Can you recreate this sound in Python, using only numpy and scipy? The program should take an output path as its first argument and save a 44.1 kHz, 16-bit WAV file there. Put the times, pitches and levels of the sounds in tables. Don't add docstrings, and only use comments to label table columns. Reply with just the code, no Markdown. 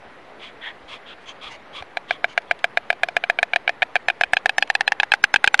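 import sys
import numpy as np
from scipy import signal
from scipy.fft import rfft, irfft, next_fast_len
from scipy.io import wavfile
from scipy.ndimage import uniform_filter1d, map_coordinates

SR = 44100
rng = np.random.default_rng(int(sys.argv[2]) if len(sys.argv) > 2 else 0)


def volts_from_db(level):
    exponent = np.asarray(level, float) / 20
    return 10 ** exponent


def generate_wav(sig):
    pcm = np.round(np.clip(np.atleast_2d(sig).T, -1, 1) * 32767).astype(np.int16)
    wavfile.write(sys.argv[1], SR, pcm)


N = 246959

# pitch_hz, density_db_per_hz
NIGHT_SPECTRUM = [(18, -40), (30, -15.5), (100, -12.5), (240, -7.5), (420, -4), (700, -2.5), (1200, -7.5),
                  (2000, -8), (2800, -16.5), (4000, -22.5), (5200, -31.5), (8000, -39.5), (11500, -39),
                  (13000, -82)]
# start_s, level_db, pitch_hz
STEPS = [
    (.06, -50, 70),
    (0.839, -43, 50),
    (1.455, -43, 50),
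    (1.57, -55, 55),
    (1.809, -36.5, 80.6),
    (4.27, -42, 55),
    (4.328, -48, 50),
    (4.45, -44, 55),
]
# start_s, length_s, level_db, middle_hz, air_db
PANTS = [
    (0.392, .12, -40, 2230, -15),
    (0.61, 0.11, -35, 1885, -27),
    (0.875, 0.11, -38.5, 2300, -13.5),
    (1.058, 0.088, -39.5, 2800, -20),
    (1.41, 0.099, -36, 2370, -15),
    (1.726, 0.095, -37, 2300, -14.5),
    (2.077, 0.095, -38.5, 2300, -15),
    (2.47, .06, -53, 2450, -18),
]
# start_s, length_s, level_db, middle_hz, pipe_db
WHEEZES = [
    (1.256, 0.074, -36, 2530, -1),
    (1.493, 0.077, -41.5, 2100, 6.5),
    (2.275, 0.071, -43.5, 2270, 5),
    (1.2, 0.057, -60, 2500, 12),
]
# pitch_hz, level_db
BREATH_AIR = [(1500, 0.5), (2600, 4), (4500, 3), (6000, -7), (8800, -15), (10500, -17.5), (12000, -32)]
# pitch_hz, level_db
CRACK_SPECTRUM = [(1500, -7), (3500, 10), (5000, -1), (7000, -16), (10500, -22), (12000, -39)]
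# pitch_hz, level_db
SMEAR_SPECTRUM = [(400, -0.5), (900, -5.5), (2500, 1.5), (4000, -6), (6000, -19), (10500, -29),
                  (12000, -30)]
# start_s, peak_db
TOUCHES = [
    (2.420, -42),
    (2.591, -33.5),
    (4.387, -36),
    (4.609, -38),
    (4.675, -33),
    (5.022, -36),
    (5.149, -26),
    (5.463, -26.5),
    (5.577, -30),
]
# start_s, peak_db, crack_db
FAR_CLAPS = [(2.9274, -24, -10), (3.086, -17.5, -14), (3.238, -11, -24), (3.3876, -8.5, -25),
             (3.5341, -8, -26), (3.677, -7, -45), (3.8205, -7, -38), (3.9624, -9, -34), (4.0999, -8, -21.5),
             (4.235, -5, -20), (4.368, -4.5, -21.5), (4.4937, -7, -14), (4.6242, -3.5, -16),
             (4.7514, -4.5, -15.5), (4.8773, -2.5, -17), (4.9994, -3, -15.5), (5.1186, -1.5, -16.5),
             (5.2399, -2, -25.5), (5.3595, -0.5, -28), (5.4749, 0.5, -27), (5.5924, -0.5, -17)]
# start_s, peak_db, crack_db
NEAR_FORWARD_CLAPS = [(1.8235, -29, -9), (1.9705, -11, -17), (2.1081, -5, -24), (2.2428, -2.5, -45),
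                      (2.3767, -2.5, -23), (2.511, -2, -23), (2.6422, -1.5, -22.5), (2.7723, -2, -24),
                      (2.9023, -1, -29), (3.0333, -1, -31), (3.1664, -1.5, -27), (3.2984, -0.5, -27),
                      (3.4289, -1, -23), (3.5599, -1.5, -22.5), (3.693, -6, -26), (3.8271, -2.5, -37),
                      (3.9554, -2, -24), (4.0842, -1.5, -26)]
# start_s, peak_db, crack_db
NEAR_THROWN_CLAPS = [(4.2107, 0, -26), (4.3335, 2, -24.5), (4.4581, 1, -31), (4.582, 0, -19.5),
                     (4.7005, -1, -28), (4.808, -1.5, -22), (4.9203, -1.5, -23), (5.032, -2.5, -30),
                     (5.1371, 1, -18.5), (5.2393, 5.5, -23), (5.3404, 2, -17.5), (5.442, 2.5, -17),
                     (5.5425, 2, -17.5)]
# time_s, low_hz, second_hz, third_hz, third_db
NEAR_NECK = [(1.8, 734, 1680, 2390, 0.5), (2.3, 700, 1630, 2350, -6.5), (3, 698, 1690, 2430, -6.5),
             (3.7, 707, 1780, 2496, -6.5), (4.1, 730, 1772, 2540, -7.5), (4.2, 712, 1702, 2580, -19),
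             (4.75, 789, 1835, 2740, -13.5), (4.978, 842, 1765, 2740, -17), (5.15, 800, 1557, 2670, -20),
             (5.3, 837, 1615, 2670, -17), (5.6, 812, 1520, 2670, -12)]
# time_s, low_hz, second_hz, third_hz, third_db
FAR_NECK = [(2.9, 718, 1590, 2410, 3), (3.4, 702, 1586, 2340, 4.5), (3.8, 743, 1622, 2330, 4.5),
            (4.2, 743, 1594, 2470, 2), (4.5, 770, 1695, 2575, 1.5), (4.9, 794, 1716, 2560, 0.2),
            (5.1, 830, 1660, 2594, 1.5), (5.35, 869, 1632, 2545, 0), (5.6, 836, 1596, 2450, -0.6)]
# multiple_of_second, level_db, t60_s
NEAR_FORWARD_BILL = [(1.7, -17, 0.0055), (1.87, -14, 0.0071), (2.15, -12.5, 0.0062), (2.4, -21.5, 0.006),
                     (3.15, -22, 0.0023)]
# multiple_of_second, level_db, t60_s
NEAR_THROWN_BILL = [(1.8, -13.5, 0.0053), (2.08, -18, 0.0071), (2.35, -25, 0.0075), (2.9, -12, 0.0025),
                    (3.5, -16.5, 0.0032)]
# multiple_of_second, level_db, t60_s
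FAR_BILL = [(1.95, -13, 0.0092), (2.15, -14, 0.0025), (2.41, -12, 0.0064), (2.7, -29, 0.013),
            (3.4, -22.5, 0.0024)]


def unit(x):
    return x / np.sqrt(np.mean(x ** 2) + 1e-20)


def filtered(x, response):
    m = next_fast_len(x.shape[-1] + 4096)
    spectrum = rfft(x, m) * response(np.fft.rfftfreq(m, 1 / SR))
    return irfft(spectrum, m)[..., :x.shape[-1]]


def colour(points):
    point_hz, level_db = np.transpose(points)
    return lambda hz: volts_from_db(np.interp(np.log(hz + 1), np.log(point_hz + 1), level_db))


def hollow(hz, width_hz):
    return lambda f: 1j * f * width_hz / (hz * hz - f * f + 1j * f * width_hz)


def add(track, start_s, sound):
    track[round(start_s * SR):][:len(sound)] += sound


def night():
    z = signal.stft(rng.standard_normal(N), nperseg=512)[2]
    patches = uniform_filter1d(rng.standard_normal(z.shape), 6, 0)
    patches = uniform_filter1d(patches, 14, 1)
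    air = signal.istft(z * volts_from_db(1.36 * unit(patches)), nperseg=512)[1][:N]
    return volts_from_db(-44.89) * unit(filtered(air, colour(NIGHT_SPECTRUM)))


def steps():
    track, t = np.zeros(N + SR), np.arange(3000) / SR
    attack, t60_s = 1 - np.exp(-t / 0.0018), 0.067
    for start_s, level_db, hz in STEPS:
        add(track, start_s, volts_from_db(level_db - 60 * t / t60_s) * np.sin(2 * np.pi * hz * t) * attack)
    return track[:N]


def breaths():
    rows = []
    for start_s, length_s, level_db, hz, air_db in PANTS:
        low_db = min(-6.5 + 9 * start_s, 8)
        middle_db = max(2.5 - 0.0176 * (hz - 2300), 1)
        rows.append((start_s, length_s, level_db, 0.495 * hz, hz, 3312,
                     low_db, middle_db, -40.5, air_db, -1.5))
    for start_s, length_s, level_db, hz, pipe_db in WHEEZES:
        rows.append((start_s, length_s, level_db, 0.44 * hz, hz, hz + 700,
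                     pipe_db, pipe_db, -16.5, pipe_db - 16.5, -10))
    return rows


def panting():
    track = np.zeros(N + SR)
    for (start_s, length_s, level_db, low_hz, middle_hz, mouth_hz,
         low_db, middle_db, whistle_db, air_db, spread_db) in breaths():
        width = np.clip(0.33 - 0.098 * start_s, .06, 1)

        def pipe(f):
            low = volts_from_db(low_db) * hollow(low_hz, width * low_hz)(f) ** 2
            return low + volts_from_db(middle_db) * hollow(middle_hz, width * middle_hz)(f) ** 2

        def mouth(f):
            spread = np.exp(-((f - mouth_hz) / 850) ** 2 * (1 + (f > mouth_hz)))
            whistle = hollow(6300, 1300)(f) ** 2
            return (hollow(mouth_hz, 420)(f) ** 2 + volts_from_db(spread_db) * spread
                    + volts_from_db(whistle_db) * whistle + volts_from_db(air_db) * colour(BREATH_AIR)(f))

        phase = np.arange(round(length_s * SR)) / (length_s * SR)
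        for response, lateness in ((mouth, .85), (pipe, 1.1)):
            flutter = map_coordinates(rng.standard_normal(12), [phase * length_s * 70])
            flow = np.sin(np.pi * phase ** lateness) ** .8 * volts_from_db(1.8 * flutter)
            noise = filtered(rng.standard_normal(len(phase)), response)
            add(track, start_s, volts_from_db(level_db + 9.5) * flow * noise)
    return track[:N]


def smear():
    t = np.arange(800) / SR
    shape_db = np.interp(t, [0, .004, .0045, .013, .016], [-26.0, -4.5, 1.5, -4.0, -25])
    return volts_from_db(shape_db) * unit(filtered(rng.standard_normal(800), colour(SMEAR_SPECTRUM)))


def crack(t60_s):
    t = np.arange(1000) / SR
    burst = filtered(rng.standard_normal(1000), colour(CRACK_SPECTRUM)) * volts_from_db(-60 * t / t60_s)
    return burst / np.linalg.norm(burst) * np.sqrt(t60_s * SR / np.log(1e6))


def touches():
    track = np.zeros(N + SR)
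    for start_s, peak_db in TOUCHES:
        add(track, start_s, volts_from_db(peak_db - 4) * crack(.01))
        add(track, start_s - .004, volts_from_db(peak_db - 13) * smear())
    return track[:N]


def clatter(claps, neck, bill, throat_db, throat_loss_db_per_db, t60s, snap_hz, snap_t60_s, snap_db, lag_s):
    track, t = np.zeros(N + SR), np.arange(-16, 1000) / SR
    after = np.maximum(t, 0)
    onset = np.clip(1 + t / .00035, 0, 1) ** 2
    swell = onset * (1 + 4000 * after)
    throat_fill = onset * (1 - np.exp(-np.abs(t) / 0.00029))
    snap = volts_from_db(snap_db - 60 * after / snap_t60_s) * np.cos(2 * np.pi * snap_hz * t + 0.035)
    neck_s, *postures = np.transpose(neck)
    for start_s, peak_db, crack_db in claps:
        low_hz, second_hz, third_hz, third_db = [np.interp(start_s, neck_s, p) for p in postures]
        modes = [(second_hz, 0, t60s[1]), (third_hz, third_db - 0.5, t60s[2])]
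        for multiple, level_db, t60_s in bill:
            hz = multiple * second_hz * rng.normal(1, 0.019)
            modes.append((hz, level_db + rng.normal(0, 1.0), t60_s))
        ring = sum(volts_from_db(level_db - 60 * t / t60_s) * np.cos(2 * np.pi * hz * (t - lag_s) + 1.914)
                   for hz, level_db, t60_s in modes)
        low_db = throat_db - throat_loss_db_per_db * peak_db + 17
        throat = volts_from_db(low_db - 60 * t * (low_hz / 700) ** 2 / t60s[0]) * throat_fill
        throat = throat * np.cos(2 * np.pi * low_hz * t + 0.75)
        add(track, start_s + .0003, volts_from_db(peak_db - 11) * (swell * (ring + snap) + throat))
        add(track, start_s + .0005, volts_from_db(peak_db + crack_db + 6.5) * crack(0.0063))
        back_s = start_s + 0.00051 + 1 / low_hz
        add(track, back_s, volts_from_db(peak_db + crack_db + 0.5) * crack(0.0097))
        add(track, start_s - .0037, volts_from_db(peak_db - 27.5) * smear())
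    return track[:N]


def far_bird():
    return clatter(FAR_CLAPS, FAR_NECK, FAR_BILL, throat_db=-17, throat_loss_db_per_db=0.68,
                   t60s=(.03, .009, .0088), snap_hz=2810, snap_t60_s=0.0028, snap_db=7.5, lag_s=0.00022)


def near_bird(claps, bill):
    return clatter(claps, NEAR_NECK, bill, throat_db=-13.5, throat_loss_db_per_db=0.52,
                   t60s=(.026, .0085, .009), snap_hz=1999, snap_t60_s=0.0035, snap_db=5.5, lag_s=0.00028)


def nest(x):
    t = np.arange(500) / SR
    twigs = rng.standard_normal(500) * volts_from_db(-60 * t / .009)
    twigs = np.pad(twigs, (round(.007 * SR), 0))
    return signal.fftconvolve(x, twigs / np.linalg.norm(twigs))[:N]


def scene():
    near = near_bird(NEAR_FORWARD_CLAPS, NEAR_FORWARD_BILL) + near_bird(NEAR_THROWN_CLAPS, NEAR_THROWN_BILL)
    bills = near + far_bird() + touches()
    bills = filtered(bills, lambda hz: 1 / np.sqrt(1 + (420 / (hz + 1)) ** 8))
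    mono = night() + steps() + panting() + volts_from_db(-22) * nest(bills) + bills
    return np.array([mono, mono])


def overload(x):
    limited = x / (1 + np.abs(x) ** 12) ** (1 / 12)
    excess = np.maximum(np.abs(x) - 1.05, 0)
    thump = filtered(excess, lambda hz: 1j * hz / (25 + 1j * hz) / (1 + 1j * hz / 450) ** 2)
    return limited + volts_from_db(-13.0) * thump


def holes(x):
    hz, t, z = signal.stft(x, SR, nperseg=1024)
    chance = rng.random((len(hz) // 5 + 1, len(t) // 4 + 1))
    chance = np.kron(chance, np.ones((5, 4)))[:len(hz), :len(t)]
    odds = np.interp(hz, [4000, 6500, 8000, 12000], [.02, .1, .3, .3])[:, None]
    weak = uniform_filter1d(np.abs(z), size=8, axis=0) < volts_from_db(-92)
    return signal.istft(z * np.where((chance < odds) & weak, .08, 1), SR, nperseg=1024)[1][:N]


def flicker(x, level_db):
    hz, t, z = signal.stft(x, SR, nperseg=1024)
    blocks = rng.random((len(hz) // 24 + 1, len(t) // 3 + 1)) < .3
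    treble = (hz > 4000) * (hz < 10500)
    gate = np.kron(blocks, np.ones((24, 3)))[:len(hz), :len(t)] * treble[:, None]
    turn = np.exp(2j * np.pi * rng.random(z.shape))
    return volts_from_db(level_db) * signal.istft(z * gate * turn, SR, nperseg=1024)[1][:N]


def band_limit(x):
    return signal.sosfilt(signal.butter(12, 12350, fs=SR, output="sos"), x)


def record(dry):
    top_hz, slope_db_per_hz, floor_db = 11250, -.014, -16
    x = overload(dry[0])
    x = filtered(x, lambda hz: volts_from_db(np.maximum(slope_db_per_hz * np.maximum(hz - top_hz, 0), floor_db)))
    x = holes(x)
    side = flicker(x, level_db=-8)
    mix = np.clip(x - .0024, -1, 1) + np.array([side, -side])
    return band_limit(mix)


dry = scene()
out = record(dry)
generate_wav(out)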